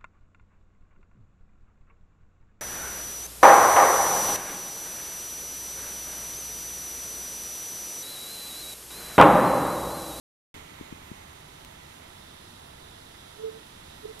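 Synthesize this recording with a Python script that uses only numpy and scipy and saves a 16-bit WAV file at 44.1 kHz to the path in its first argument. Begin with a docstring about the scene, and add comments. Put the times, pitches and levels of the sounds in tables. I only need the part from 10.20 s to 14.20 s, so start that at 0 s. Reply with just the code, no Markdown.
"""A laptop fan running flat out in a quiet room, close up on the two microphones of a hand-held phone.
Air rushes through the vent over a low hum and a thin whine; the colour of the rush shifts as the phone
drifts back from the screen. Fingers bump the phone and brush it once, and its case ticks.
Near the end, off to the right, come two soft, almost pure hoots, the second broken in the middle."""
import sys
import numpy as np
from scipy import signal
from scipy.fft import rfft, irfft
from scipy.io import wavfile
from scipy.ndimage import uniform_filter1d

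SR = 44100
rng = np.random.default_rng(int(sys.argv[2]) if len(sys.argv) > 2 else 0)


def pcm_store(signal):
    """Save signal as 16-bit PCM."""
    levels = np.round(np.clip(np.atleast_2d(signal), -1, 1) * 32767)
    wavfile.write(sys.argv[1], SR, levels.astype(np.int16).T)


N = 176400

# spectrum of the vent air, before the gains below: frequency_hz, left_db, right_db
AIR_SPECTRUM = [(20, -79.5, -83), (32.5, -76.9, -75), (53, -80.1, -80.0), (75.5, -73.5, -74.5),
                (108, -77.5, -77.5), (115, -80.5, -82.5), (137, -77, -77), (229, -81.5, -81),
                (300, -81.5, -80.5), (460, -87, -81.5), (700, -86, -81), (943, -88, -79), (1540, -91, -85),
                (2010, -90.5, -83.5), (2350, -96.5, -88.5), (2660, -90.5, -86), (3730, -97.5, -82.5),
                (4270, -96.1, -88.5), (4770, -97.5, -92.5), (5700, -95, -95), (6500, -96, -95.5),
                (9270, -103.7, -95), (11440, -111.6, -94), (12600, -113.5, -99.2), (14200, -115.6, -101.4),
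                (16000, -120.5, -109.3)]
# how alike the air is at the two microphones: frequency_hz, coherence (0-1)
MIC_COHERENCE = [(20, .995), (150, 1), (260, 0.8), (420, 0.68), (700, 0.67), (1050, 0.47), (1600, 0.51),
                 (2300, 0.063), (2800, 0.57), (4000, 0.21), (6500, 0.25), (9000, 0.3), (15000, .12)]
# phase lead of the left microphone: frequency_hz, lead_rad
LEFT_MIC_LEAD = [(20, 0), (200, 0.27), (330, -0.04), (500, -2.5), (800, -3.5), (1100, -3), (1400, -7.5),
                 (2700, -9), (4000, -10.5), (5500, -13), (6300, -14.5), (9000, -17.5)]
# fan housing resonances that the air excites: centre_hz, width_hz, gain_db
HOUSING_RESONANCES = [(666, 17, 4), (891, 16, 3), (1010, 23, 2), (1123, 27, -1), (1344, 40, 1.5),
                      (1915, 34, 1), (3110, 12, 1.5), (5060, 110, 2)]
# rise and fall of the whole rush: time_s, gain_db
RUSH_GAIN = [(.34, 4), (.38, 2.5), (.45, 1), (.8, 0.2), (1.5, -0.05), (2.6, 0.22), (3.5, 0.07), (4, 0.9)]
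# bass below about 60 Hz, swelling as the hand shifts: time_s, gain_db
RUMBLE_GAIN = [(.34, 7.5), (.5, -1), (1.3, -2), (2.2, 1), (2.9, 1), (3.3, -6), (3.78, 2.5), (4, 1.5)]
# where the phone is held: time_s, distance (0 = close to the screen, 1 = drawn back)
PHONE_DISTANCE = [(.34, 0.085), (.95, 0.049), (1.3, 0.62), (1.7, 0.38), (2.1, 0.97), (3.4, 0.87), (4, 0.77)]
# bands lifted or dented by that distance:
# centre_hz, width_hz, left_close_db, left_back_db, right_close_db, right_back_db
REFLECTION_BANDS = [(1040, 180, 1.5, -1, 1, -0.9), (2230, 230, -4.5, -0.5, 6.5, -0.5),
                    (3230, 380, 2.5, -1.5, 0.5, -0.5), (3680, 340, -0.5, 2, -2.5, 1.46),
                    (5030, 350, -1, 2.3, -3, 1.2), (6700, 260, 4, 1.5, 4.5, -.3),
                    (8110, 500, -1, 1.5, 1, 1), (10670, 380, -4, -2, -1, 5), (11600, 350, -1, 0, 2.5, 0),
                    (13400, 800, -1, 1, 1.5, 0.5)]
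# low tones of the fan: pitch_hz, left_db, right_db, wander (share of the pitch)
HUM_TONES = [(77.6, -70.5, -69.5, .035), (144.8, -69, -68.5, 0.0422)]
# the whine at each microphone: time_s, left_db, right_db
WHINE_LEVELS = [(.4, -83, -80), (1.0, -73, -75), (1.4, -71, -79), (2.0, -78, -79), (2.6, -74.5, -81),
                (3.3, -74.5, -78), (4, -75, -78)]
# fingers knocking the phone: time_s, level_db (before panning), pitch_hz
FINGER_BUMPS = [(.366, -40, 300), (.5210, -41, 250), (.6124, -29, 290), (.7269, -28.5, 232),
                (.9172, -28.5, 207)]
# snaps of the case: start_s, left_gain_db, right_gain_db, tilt_db_per_octave
CASE_TICKS = [(.632, -55, -43, 3), (1.4484, -30, -37.5, -3), (3.9938, -42, -25.5, 3)]
# ringing of the case: pitch_hz, relative_db, t60_s
CASE_MODES = [(3000, -8, 0.0046), (4200, -10, 0.0036), (8100, -9, 0.0056), (12400, -12, .003),
              (14300, -7, .004)]
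# one contour per hoot, direct sound at the right microphone: time_s, level_db, pitch_hz
HOOT_CONTOURS = [
    [(3.15, -64, 388), (3.198, -37, 430), (3.218, -35.5, 444), (3.25, -24.5, 441), (3.272, -28, 445),
     (3.29, -28, 440), (3.315, -43.5, 437.7), (3.372, -41.5, 450), (3.41, -62, 452)],
    [(3.815, -65, 425), (3.84, -39.5, 434), (3.857, -27.5, 418), (3.876, -44.5, 440), (3.898, -30, 439),
     (3.914, -37, 436), (3.93, -56, 432), (3.98, -45.5, 430), (4.0, -61, 430)],
]


def undb(db):
    """Decibels to gain."""
    return 10 ** (np.asarray(db) / 20)


def curve(at, table, column=1):
    """One column of a table, joined by straight lines."""
    rows = np.array(table, float)
    return np.interp(at, rows[:, 0], rows[:, column])


def over_hz(hz, table, column=1):
    """One column of a spectrum table, joined on a log-frequency axis."""
    rows = np.array(table, float)
    return np.interp(np.log(np.maximum(hz, 1)), np.log(rows[:, 0]), rows[:, column])


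def walk(rate):
    """Random levels held 1 / rate s and smoothed twice; spread 1."""
    hold = int(SR / rate)
    steps = np.repeat(rng.standard_normal(N // hold + 1), hold)
    smooth = uniform_filter1d(uniform_filter1d(steps, hold), hold)[:N]
    return smooth / smooth.std()


def tone(hz):
    """A sine that follows a pitch curve."""
    return np.sin(2 * np.pi * np.cumsum(hz) / SR)


def bell(x, centre, width):
    """A bell curve, 1 at its centre."""
    return np.exp(-.5 * ((x - centre) / width) ** 2)


def vent_rush(t):
    """Turbulent air from the vent, partly alike at the two microphones and coloured by their distance."""
    flicker_db, trim_db = 0.38, -0.38
    hz = np.arange(N // 2 + 1) * SR / N
    right, unrelated = rfft(rng.standard_normal((2, N)))
    coherence = over_hz(hz, MIC_COHERENCE)
    left = coherence * right + np.sqrt(1 - coherence ** 2) * unrelated
    left *= np.exp(1j * over_hz(hz, LEFT_MIC_LEAD))
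    air_db = [over_hz(hz, AIR_SPECTRUM, column) for column in (1, 2)]
    housing_db = sum(db * bell(hz, centre, width) for centre, width, db in HOUSING_RESONANCES)
    spectra = np.array([left, right]) * undb(air_db) * undb(housing_db) * np.sqrt(SR / 2)
    octave = np.log2(np.maximum(hz, 32) / 32)
    air = np.zeros((2, N))
    for band in range(10):  # each octave flickers on its own; the lowest also swells
        weight = np.maximum(1 - abs(octave - band), 0)
        gain_db = flicker_db * walk(9) + (band == 0) * curve(t, RUMBLE_GAIN)
        air += irfft(spectra * weight, N) * undb(gain_db)
    distance, unreflected = curve(t, PHONE_DISTANCE), rfft(air)
    for centre, width, left_close, left_back, right_close, right_back in REFLECTION_BANDS:
        lift_db = np.outer([left_close, right_close], 1 - distance)
        lift_db += np.outer([left_back, right_back], distance)
        air += irfft(unreflected * bell(hz, centre, width), N) * (undb(lift_db) - 1)
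    return air * undb(trim_db + curve(t, RUSH_GAIN))


def fan_hum():
    """The fan's two low tones, unsteady in pitch and level."""
    waver_db = 0.7
    hum = np.zeros((2, N))
    for hz, left_db, right_db, wander in HUM_TONES:
        partial = np.sqrt(2) * tone(hz * (1 + wander * walk(25)))
        hum += undb([[left_db], [right_db]]) * partial * undb(waver_db * walk(8))
    return hum


def fan_whine(t):
    """A thin, high tone whose level at each microphone changes as the phone moves."""
    pitch_hz, wander = 5991, 0.000514
    level_db = [curve(t, WHINE_LEVELS, column) for column in (1, 2)]
    return np.sqrt(2) * tone(pitch_hz * (1 + wander * walk(14))) * undb(level_db)


def finger_bumps(t):
    """A soft fingertip rocks the phone through one swing; the body rings briefly."""
    width_s, skew_rad, ring_db, ring_t60_s = .0012, 1.4, -15, 0.055
    lag_s, pan_db = 0.00077, 5  # the left microphone is shaken sooner and harder
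    side = np.array([[.5], [-.5]])
    out = np.zeros((2, N))
    for at, db, hz in FINGER_BUMPS:
        age = t - at + side * lag_s
        swing = bell(age, 0, width_s)
        ring = (age > 0) * undb(ring_db) * np.exp(-np.log(1000) * abs(age) / ring_t60_s)
        out += undb(db) * (swing + ring) * np.cos(2 * np.pi * hz * age - skew_rad)
    return out * undb(side * pan_db)


def case_ticks(t):
    """Tiny snaps: a dry crack, and the plastic case rings for a few milliseconds."""
    crack_db, crack_decay_s, tilt_pivot_hz = -3.5, .0005, 8000
    high_pass = signal.butter(2, 1800, "high", fs=SR, output="sos")
    out = np.zeros((2, N))
    for at, left_db, right_db, tilt in CASE_TICKS:
        age = np.maximum(t - at, 0)
        noise = signal.sosfilt(high_pass, rng.standard_normal(N))
        tick = undb(crack_db) * noise * (t > at) * np.exp(-np.minimum(age / crack_decay_s, 60))
        for hz, db, t60 in CASE_MODES:
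            gain = undb(db + tilt * np.log2(hz / tilt_pivot_hz))
            decay = np.exp(-np.log(1000) * np.minimum(age / t60, 10))
            tick += gain * decay * np.sin(2 * np.pi * hz * age)
        out += undb([[left_db], [right_db]]) * tick
    return out


def finger_swish(t):
    """Skin slides briefly beside the right microphone: a faint, high hiss."""
    hz = np.arange(N // 2 + 1) * SR / N
    hiss = irfft(rfft(rng.standard_normal(N)) * bell(hz, centre=12200, width=1400), N)
    stroke = undb(-62) * bell(t, centre=0.89, width=.04)
    return np.array([np.zeros(N), hiss / hiss.std() * stroke])


def hoots(t):
    """Near-pure tones that scoop up to pitch, swell and fade, off to the right, with a short room tail."""
    rough_db, room_db, room_t60_s = 1, -19.5, 0.38
    left_db, left_lag_s = -7, .00075
    voice = np.zeros(N)
    for contour in HOOT_CONTOURS:
        at, db, hz = np.array(contour).T
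        sounding = (t > at[0]) * (t < at[-1])
        voice += undb(np.interp(t, at, db)) * sounding * tone(np.interp(t, at, hz))
    voice *= undb(rough_db * walk(170))
    tail = rng.standard_normal((2, SR)) * np.exp(-np.log(1000) * t[:SR] / room_t60_s)
    room = signal.fftconvolve(voice[None], tail, axes=1)[:, :N]
    room *= undb(room_db) * voice.std() / room.std(axis=1, keepdims=True)
    direct = np.array([np.interp(t - left_lag_s, t, voice), voice])
    return (direct + room) * undb([[left_db], [0]])


def scene():
    """The fan in front, handling noise on the phone itself and the hoots to one side."""
    t = np.arange(N) / SR
    fan = vent_rush(t) + fan_hum() + fan_whine(t)
    return fan + finger_bumps(t) + case_ticks(t) + finger_swish(t) + hoots(t)


def record(dry):
    """The phone opens its microphones after a moment and cuts the top of the treble."""
    start_s, top_hz = .342, 15700
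    live = np.arange(N) / SR > start_s
    low_pass = signal.ellip(10, .2, 70, top_hz, fs=SR, output="sos")
    return signal.sosfilt(low_pass, dry * live)


dry = scene()
out = record(dry)
pcm_store(out)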